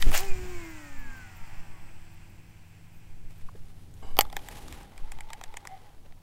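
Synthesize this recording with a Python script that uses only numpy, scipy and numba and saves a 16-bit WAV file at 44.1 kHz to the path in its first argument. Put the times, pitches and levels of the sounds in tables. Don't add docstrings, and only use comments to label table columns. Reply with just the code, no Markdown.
import sys
import numpy as np
from scipy import signal
from scipy.fft import rfft, irfft
from scipy.io import wavfile
from scipy.ndimage import uniform_filter1d
from numba import njit

SR = 44100
rng = np.random.default_rng(int(sys.argv[2]) if len(sys.argv) > 2 else 0)


def int16_out(signal):
    q = np.round(np.clip(np.atleast_2d(signal).T, -1, 1) * 32767)
    wavfile.write(sys.argv[1], SR, q.astype(np.int16))


def volts_from_decibels(level):
    exponent = np.asarray(level, float) / 20
    return 10 ** exponent


N = 274294
T = np.arange(N) / SR


def unit(x):
    return x / np.sqrt(np.mean(x ** 2))


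def curves(table):
    s, *columns = np.transpose(table)
    gate = uniform_filter1d(1. * ((T > s[0]) & (T < s[-1])), size=441)
    return [np.interp(T, s, c) for c in columns] + [gate]


def step(s, width_s):
    return .5 + .5 * np.tanh((T - s) / width_s)


def bump(s, width_s):
    return np.exp(-((T - s) / width_s) ** 2)


def phase(hz):
    return 2 * np.pi * np.cumsum(hz) / SR


@njit
def svf(x, hz, width):
    y, b, l = np.empty(len(x)), 0., 0.
    for i in range(len(x)):
        g, k = np.tan(np.pi * hz[i] / SR), width / hz[i]
        v = (b + g * (x[i] - l)) / (1 + g * (g + k))
        b, l, y[i] = 2 * v - b, l + 2 * g * v, k * v
    return y


def ring(x, modes):
    out = 0
    for k, (hz, width, db) in enumerate(modes):
        centre = np.full(len(x), min(1. * hz, .45 * SR))
        out = out + (-1) ** k * volts_from_decibels(db) * svf(x + 1e-18, centre, 1. * width)
    return out


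def band(lo_hz, hi_hz, order=2):
    edges = signal.butter(order, [lo_hz, hi_hz], "band", fs=SR, output="sos")
    return unit(signal.sosfilt(edges, rng.standard_normal(N)))


def walk(rate):
    k = int(SR / rate)
    held = np.repeat(rng.standard_normal(N // k + 1), k)
    return unit(uniform_filter1d(uniform_filter1d(held, k), k)[:N])


def gritty(spread_db):
    return rng.standard_normal(N) * volts_from_decibels(spread_db * walk(900))


# pitch in Hz, level in dB at first, level in dB after the turn, turn in seconds.
ENGINE = [(89.4, -56, -62.5, 4.3), (107.8, -60, -79, 4.3), (161.2, -61, -77, 4.3), (138.6, -76, -65, 3.5),
          (200, -73.5, -85, 5), (329, -68, -81.5, 2.84)]
# frequency in Hz, level in dB per Hz.
AIR_COLOUR = [(35, -29), (60, -14), (100, 0), (207, -9), (256, -17), (330, -20), (480, -30.5), (785, -17.5),
              (1060, -27.5), (2840, -27.5), (3670, -29), (14900, -33.5), (16000, -34)]


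def distance():
    hum = 0
    for hz, first_db, later_db, s in ENGINE:
        level_db = first_db + (later_db - first_db) * step(s, 0.33) + walk(5.1)
        hum = hum + volts_from_decibels(level_db) * np.sin(phase(hz * (1 + 0.00586 * walk(3))))
    hz, db = np.transpose(AIR_COLOUR)
    colour = volts_from_decibels(np.interp(np.log(np.arange(N // 2 + 1) * SR / N + 1), np.log(hz), db))
    air = unit(irfft(colour * rfft(rng.standard_normal(N)), N))
    return np.sqrt(2) * hum + volts_from_decibels(-61.5) * air


# time in seconds, gust level in dB.
GUSTS = [(0, -43.5), (.07, -22.5), (.11, -26), (.17, -48), (.4, -40.5), (.6, -46.5), (.85, -60.5),
         (1.07, -49.5), (1.35, -58), (1.6, -55.5), (2.45, -56), (2.72, -61), (3.25, -55.5), (3.8, -54),
         (4.25, -47), (4.7, -41.5), (5.0, -60), (6.22, -61.5)]


def wind():
    gust_db, _ = curves(GUSTS)
    over_breeze_db = gust_db + 55
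    heave_db = -38 + 0.32 * over_breeze_db + 7.5 * walk(4.43)
    rumble_db = gust_db + 1.1 * walk(4.3) + 2.0 * walk(16)
    flutter_db = -63 + 0.83 * over_breeze_db + 1.7 * walk(12)
    gusts = volts_from_decibels(np.minimum(heave_db, -28)) * band(2.0, 10.85)
    gusts += volts_from_decibels(rumble_db) * band(6.6, 62) + volts_from_decibels(flutter_db) * band(37, 320)
    slap_s, swing_hz = .07, 9.5
    t = np.clip(T - slap_s, 0, None)
    suction = volts_from_decibels(-7.5) * np.clip(T / slap_s, 0, 1) ** 0.9 * np.exp(-t / 0.0044)
    swing = volts_from_decibels(-5.5) * np.sin(2 * np.pi * swing_hz * t) * np.exp(-t / 0.076)
    late_puff = volts_from_decibels(-12.5) * bump(0.318, 0.027)
    fade_out = np.clip((T[-1] - T) / .06, 0, 1)
    return fade_out * (gusts - .0014) + swing - suction + late_puff


# time in seconds, effort in dB.
ARMS = [
    (3.3, -70.5),
    (3.6, -70),
    (4.0, -70.5),
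    (4.25, -66),
    (4.52, -57),
    (4.76, -56.5),
    (4.9, -65.5),
    (5.8, -66.5),
    (6.3, -81.5),
]


def sleeves():
    cloth_db, gate = curves(ARMS)
    grip_db = 6.5 * step(4.02, 0.012)
    fumble_db = -70.5 + grip_db + 0.59 * (cloth_db - cloth_db.mean())
    fine_db = cloth_db - 2 - 5.5 * step(4.79, .08)
    crease = volts_from_decibels(2.0 * walk(60) + 2.0 * walk(300))
    rustle = volts_from_decibels(fumble_db) * band(243, 980) + volts_from_decibels(cloth_db) * band(900, 3570)
    return gate * crease * (rustle + volts_from_decibels(fine_db) * band(3600, 13000))


# resonance in Hz, width in Hz, level in dB.
RIM_NOTES = [(230, 70, 0), (450, 200, -4), (780, 140, 2), (1100, 80, 2), (1600, 90, -6), (2200, 140, -6),
             (2950, 130, -2), (3900, 130, -11), (4800, 250, -12), (7600, 500, -15)]


def thumb_rub():
    from_s, to_s = 4.025, 4.168
    rub_db = -52 - 50 * np.abs(T - from_s)
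    gate = step(from_s, .001) - step(to_s, .006)
    thud = volts_from_decibels(6.5 * np.exp(-((T - from_s) / 0.07) ** 2))
    climb = phase(1 + 0.067 * np.tanh((T - 4.07) / 0.059) / 2 + 0.013 * walk(80))
    rub = 0
    for hz, width, db in RIM_NOTES:
        rough = ring(ring(rng.standard_normal(N), [(hz, width, 0)]), [(hz, 4 * width, 0)])
        squeak = 0.79 * volts_from_decibels(3.3 * walk(60)) * np.sin(hz * climb)
        note = volts_from_decibels(db) * np.sqrt(width) * (unit(rough) + squeak)
        if hz < 1200:
            note = note * thud
        rub = rub + note
    return gate * volts_from_decibels(rub_db) * unit(rub)


# knob snap in seconds, snap level in dB, lead of the slack's tap in seconds,
# tap level in dB.
HANDLE = [
    (4.9782, -33, .018, -60),
    (5.119, -27.5, 0.026, -57),
    (5.2069, -29, 0.02, -38.5),
    (5.3321, -26, 0.029, -36.5),
    (5.438, -25.5, .0259, -33.5),
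    (5.5696, -25, 0.029, -36.5),
    (5.672, -26.5, 0.02, -34.5),
]
# time in seconds, effort in dB, mesh resonance in Hz.
CRANKING = [
    (4.22, -58.5, 823),
    (4.65, -62, 844),
    (4.85, -66, 790),
    (5.15, -61, 873),
    (5.5, -59, 856),
    (5.68, -64.5, 780),
    (5.76, -59, 751),
    (5.85, -63.5, 846),
    (6.0, -80, 785),
]


def gears():
    gear_db, gear_hz, gate = curves(CRANKING)
    gear_db = gear_db + 10 * np.exp(-np.abs(T - CRANKING[0][0]) / .03)
    snaps = np.transpose(HANDLE)[0]
    push = np.interp(T, snaps, np.arange(len(snaps))) % 1
    gear_hz = gear_hz * (1 + .12 * uniform_filter1d((push - .5) * (push > 0), size=900))
    teeth = gritty(1.7)
    mesh = unit(svf(svf(teeth, gear_hz, 70.), gear_hz, 110.))
    mesh += 0.3 * np.sin(phase(gear_hz * (1 + 0.019 * walk(35))))
    mesh += 0.41 * unit(svf(teeth, gear_hz, 260.))
    mesh += volts_from_decibels(-10) * unit(ring(teeth, [(2024, 113, 6.5), (1660, 120, -3), (3050, 150, -10)]))
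    crumbs_per_s, crumb_s = 40, 0.0018
    hits = (rng.random(N) < crumbs_per_s / SR) * rng.random(N)
    crumbs = signal.lfilter([1], [1, -np.exp(-1 / (crumb_s * SR))], hits)
    grit = volts_from_decibels(gear_db + 5.5) * crumbs * band(2200, 4600)
    return gate * (grit + volts_from_decibels(gear_db + 3.0 * walk(25)) * mesh)


# time in seconds, level in dB, pitch in Hz, glide as a share, 60 dB decay in seconds.
SPLASH = [
    (3.487, -30.5, 1300, -0.57, 0.021),
    (3.548, -38.5, 433, 0.21, 0.049),
    (3.554, -46, 1620, 0.058, 0.024),
]


def plops():
    out = 0
    for s, db, hz, glide, t60 in SPLASH:
        t = np.clip(T - s, 0, None)
        bubble = np.sin(2 * np.pi * hz * t * (1 + glide * t / t60)) + .5 * band(0.85 * hz, 1.2 * hz)
        out = out + volts_from_decibels(db) * (1 - np.exp(-t / 0.0028)) * np.exp(-np.log(1000) * t / t60) * bubble
    return out


# resonance in Hz, width in Hz, level in dB.
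KNOCK_BODY = [(1875, 510, -0.5), (2696, 650, -1.5), (2896, 1280, -2.5)]
HOLLOW_BODY = [(1274, 290, 1), (799, 107, 6.5), (503, 610, -3.5)]
STEEL_PARTS = [(4380, 1600, -8.5), (6320, 780, -6.5), (7280, 2850, -5.5)]
TINKLE_BITS = [(10940, 8200, -5), (13960, 433, 5), (14900, 1100, -6.5)]
PAWL_BITE = [(2960, 460, 5), (4200, 2100, -5.5), (4430, 620, 4)]


def knocks(events, lead_s, lead_db, chatter_s, tail_s, tail_db):
    bodies = KNOCK_BODY, HOLLOW_BODY, STEEL_PARTS, TINKLE_BITS, PAWL_BITE
    size, early = SR // 16, SR // 100
    out, t = np.zeros(N + size), (np.arange(size) - early) / SR
    after = np.clip(t, 0, None)
    rise = 1 - np.exp(-after / .0003)
    lead = volts_from_decibels(lead_db) * (t < 0) * np.exp(-(t / lead_s) ** 2)
    for s, *parts_db in events:
        chance = rng.standard_normal(size)
        start = int(s * SR) - early
        for db, body in zip(parts_db, bodies):
            hz = body[1][0]
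            quick = (hz / 2500) ** 0.216
            chatter = np.exp(-after * quick / chatter_s)
            tail = volts_from_decibels(tail_db) * np.exp(-after * quick / tail_s)
            sound = ring(ring(chance * (lead + rise * (chatter + tail)), body), [(hz, 1.23 * hz, 0)])
            out[start:start + size] += volts_from_decibels(db + 0.5) * sound / np.abs(sound).max()
    return out[:N]


# time in seconds, then knock, hollow, steel and tinkle in dB.
CAST_TICKS = [
    (0.0122, -32, -51, -42, -33),
    (0.0182, -48, -42, -29, -28),
    (0.0242, -13.5, -53, -20.5, -49),
    (0.1162, -27, -30, -31, -47),
    (0.1494, -29, -27, -22, -21.5),
    (0.1764, -20, -46, -13.5, -18),
    (0.2054, -46, -33, -28.5, -29),
]
# time in seconds, then knock, hollow and steel in dB.
LOOSE_PARTS = [(3.4122, -53, -60, -52), (3.556, -53, -55, -60), (3.9398, -57, -66, -46.5),
               (4.2513, -41, -34.5, -57), (4.3, -40, -42.5, -47), (4.3274, -32, -34, -37),
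               (4.3664, -19.5, -27, -24), (4.3914, -43, -44, -59), (4.4465, -47, -56, -52),
               (4.486, -26, -37, -28.5), (4.6818, -55, -40, -37), (4.725, -33, -43, -33.5),
               (4.8309, -51, -51, -43), (6.123, -45.5, -53.5, -69)]
# knock, hollow, steel and tinkle in dB over the blow.
SNAP_PARTS = (-2, -14, -3.5, -24)
TAP_PARTS = (0.5, 0, -6.5, -15)


def ticks():
    blows = list(CAST_TICKS)
    for s, knock_db, hollow_db, steel_db in LOOSE_PARTS:
        shaken_db = 0.52 * max(knock_db + 39, 0)
        blows.append((s, knock_db, hollow_db, steel_db, steel_db - 12 + shaken_db))
    for snap_s, snap_db, lead_s, tap_db in HANDLE:
        blows.append((snap_s, *(snap_db + np.array(SNAP_PARTS))))
        blows.append((snap_s - lead_s, *(tap_db + np.array(TAP_PARTS))))
    return knocks(blows, lead_s=0.0041, lead_db=-28.0, chatter_s=0.00082, tail_s=0.0055, tail_db=-19)


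# time in seconds, then knock, hollow, steel and tinkle in dB.
CLACKS = [
    (4.1687, -31, -32.5, -33, -29.5),
    (4.1793, -42.5, -38, -38, -38.5),
    (4.1889, -4.5, -5, -13, -6),
    (4.2087, -9, -18, -6, -14.5),
]


def clutch():
    bitten = [(*row, row[2] - 4.5) for row in CLACKS]
    clacks = knocks(bitten, lead_s=0.00024, lead_db=-23.5, chatter_s=.0005, tail_s=0.0058, tail_db=-23)
    spring_hz, t60_s = 12550, .11
    spring = 0
    for s, *_ in CLACKS[2:]:
        t = np.clip(T - s, 0, None)
        spring = spring + np.exp(-np.log(1000) * t / t60_s) * np.sin(2 * np.pi * spring_hz * t)
    return clacks + volts_from_decibels(-40 + 5.6 * walk(350)) * spring


# time in seconds, pull in dB, singing guide in Hz.
RUNNING_LINE = [
    (.24, -47, 7400),
    (.55, -47.5, 7500),
    (1.0, -52.5, 7470),
    (1.54, -52, 7370),
    (1.85, -55, 7900),
    (2.46, -59, 7460),
    (3.14, -60.5, 7600),
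    (3.45, -65, 7800),
    (3.7, -73, 7800),
]
# time in seconds, level in dB, length in seconds.
LIP_SWEEPS = [(0.378, -76.5, .01), (0.442, -71.5, 0.011), (.5, -72, .01), (.57, -83, 0.013),
              (.65, -67, .01), (.7, -65, .012), (0.848, -77, 0.015), (0.995, -67, 0.023),
              (1.173, -70, .016), (1.368, -64, 0.012), (1.58, -71, .016), (1.83, -72, .02),
              (2.138, -71, .022), (2.3, -69, .006), (2.498, -78, .025), (2.96, -70, .035),
              (3.385, -64, .006)]
# resonance in Hz, width in Hz, level in dB.
REEL_FRAME = [(842, 295, -0.5), (1616, 230, 0.5), (2030, 550, -1), (2554, 350, 2.5), (3044, 680, -6.5)]
ROD_GUIDES = [(4670, 1700, 0), (5960, 1330, 0.5), (8330, 800, -3.5)]
# centre in Hz, width in Hz, share removed.
ROD_SHADOWS = [(6800, 900, 0.63), (3800, 240, 0.8)]


def line():
    frame_db, sing_hz, gate = curves(RUNNING_LINE)
    guide_db = frame_db - 6.5 - 3 * np.minimum(T, 1.9)
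    scrape = sum(volts_from_decibels(db) * bump(s, length_s) for s, db, length_s in LIP_SWEEPS)
    fast = 1 / (1 + np.exp((T - 1.5) / 0.22))
    grit = gritty(2.0)
    lip = unit(ring(ring(grit, [(14000, 1000, 0)]), [(14000, 1500, 0)]))
    lip = lip + 1.7 * fast * unit(ring(grit, [(15300, 1300, 5), (12300, 2900, -7)]))
    braid = gritty(1.0)
    singing = svf(svf(braid, sing_hz, 1530.0), sing_hz, 2060.0)
    guides = unit(ring(braid, ROD_GUIDES) + volts_from_decibels(2.5) * singing)
    flicker = volts_from_decibels(.6 * walk(12))
    hiss = volts_from_decibels(frame_db - 4.5) * unit(ring(gritty(0.99), REEL_FRAME)) + volts_from_decibels(guide_db) * guides
    for hz, width, share in ROD_SHADOWS:
        hiss = hiss - share * step(1.3, 0.2) * ring(hiss, [(hz, width, 0)])
    return gate * (flicker * hiss + scrape * lip + volts_from_decibels(guide_db - 8.5) * band(12000, 16500))


# time in seconds, effort in dB.
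ROD_SWING = [
    (0, -48.5),
    (.05, -48.5),
    (.09, -43),
    (.112, -46),
    (.125, -38.5),
    (.15, -28),
    (.185, -36),
    (.225, -42.5),
    (.3, -60),
]


def whip():
    rush_db, gate = curves(ROD_SWING)
    effort_db = rush_db - rush_db[0]
    tear = volts_from_decibels(1.8 * walk(250))
    rush = unit(ring(rng.standard_normal(N), [(696, 360, -0.77), (1736, 690, -1.2), (2670, 1040, -1.8)]))
    hiss = volts_from_decibels(-51 + 0.36 * effort_db) + volts_from_decibels(-36) * bump(.174, .028)
    tip_db = -52.5 + 13 * (step(0.11, .006) - step(0.208, .012)) + np.minimum(effort_db, 0)
    bright = hiss * band(4000, 8500, order=3) + volts_from_decibels(tip_db) * band(9100, 18600, order=3)
    return gate * tear * (volts_from_decibels(rush_db) * rush + bright)


# time in seconds, turn rate in Hz.
SPOOL_SPEED = [
    (.18, 340),
    (.225, 397.2),
    (.36, 368.8),
    (.5, 361.3),
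    (.9, 282),
    (1.3, 222.3),
    (1.75, 174.7),
    (1.95, 151.3),
    (2.3, 125.7),
]
# centre in Hz, half width in Hz, level in dB.
WHINE_PEAKS = [(2438, 39, -51), (2160, 130, -55.5), (1880, 67, -57), (1576, 90, -54.5), (1140, 290, -72.5)]
TURN_MULTIPLES = [2.5, -5, -8.5, -9.5, -32, -13]
BALL_BEATS = [-7, -3.5, -11, -38, -9.5, -8.5, -18]
DOUBLE_BEATS = [-11.5, -27, -19, -14.5, -11, -16, -9, -27]


def spool():
    turns_hz, gate = curves(SPOOL_SPEED)
    balls = 6.42
    slower = np.log2(turns_hz / 370)
    brake_db = 19 * np.clip(T - 1.7, 0, None)
    seated_db = -25 * (1 - step(0.19, 0.0084)) - brake_db
    unbalance_db = -43.5 + 29 * slower - 3.0 * brake_db
    bearing_db = -51 + 5.5 * slower + seated_db
    peaks = sum(volts_from_decibels(db) / (1 + ((balls * turns_hz - hz) / half) ** 2) for hz, half, db in WHINE_PEAKS)
    whine_db = seated_db + 20 * np.log10(peaks)
    turn = phase(uniform_filter1d(turns_hz, size=1500) * (1 + 0.00223 * walk(29.93)))
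    waver_db, waver_rad = 3.3, .8

    orders = np.r_[np.arange(2, 8), balls + np.arange(-3, 4), 2 * balls + np.arange(-7, 1)]
    orders_db = [*TURN_MULTIPLES, *BALL_BEATS, *DOUBLE_BEATS]
    lines = 0
    for k, db in zip(orders, orders_db):
        lines = lines + volts_from_decibels(db + waver_db * walk(8.18)) * np.sin(k * turn + waver_rad * walk(25.82))
    live = ring(gate * volts_from_decibels(bearing_db) * lines, [(1600, 990, 0)])
    live = ring(live, [(1280, 7200, 0)])

    kick = volts_from_decibels(2) * bump(.22, 0.029) * np.sin(2 * turn)
    unbalance = volts_from_decibels(unbalance_db + 1.3 * walk(14.0)) * (np.sin(turn) + kick)
    whine = volts_from_decibels(whine_db + waver_db * walk(17.38)) * np.sin(balls * turn + waver_rad * walk(25.5))
    return np.sqrt(2) * (gate * (unbalance + whine) + 0.18 * live + 1.04 * ring(live, REEL_FRAME))


def scene():
    top_hz = 15780
    steady = distance() + wind() + sleeves() + thumb_rub() + gears() + plops() + line() + whip() + spool()
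    sharp = ticks() + clutch()
    edge = signal.ellip(10, .2, 40, top_hz, fs=SR, output="sos")
    spill = signal.butter(14, 1.01 * top_hz, fs=SR, output="sos")
    return (signal.sosfilt(edge, steady) + signal.sosfilt(spill, sharp))[None]


def low_pass(x):
    return signal.sosfilt(signal.butter(12, 17150, fs=SR, output="sos"), x)


def record(dry):
    return low_pass(dry)


dry = scene()
out = record(dry)
int16_out(out)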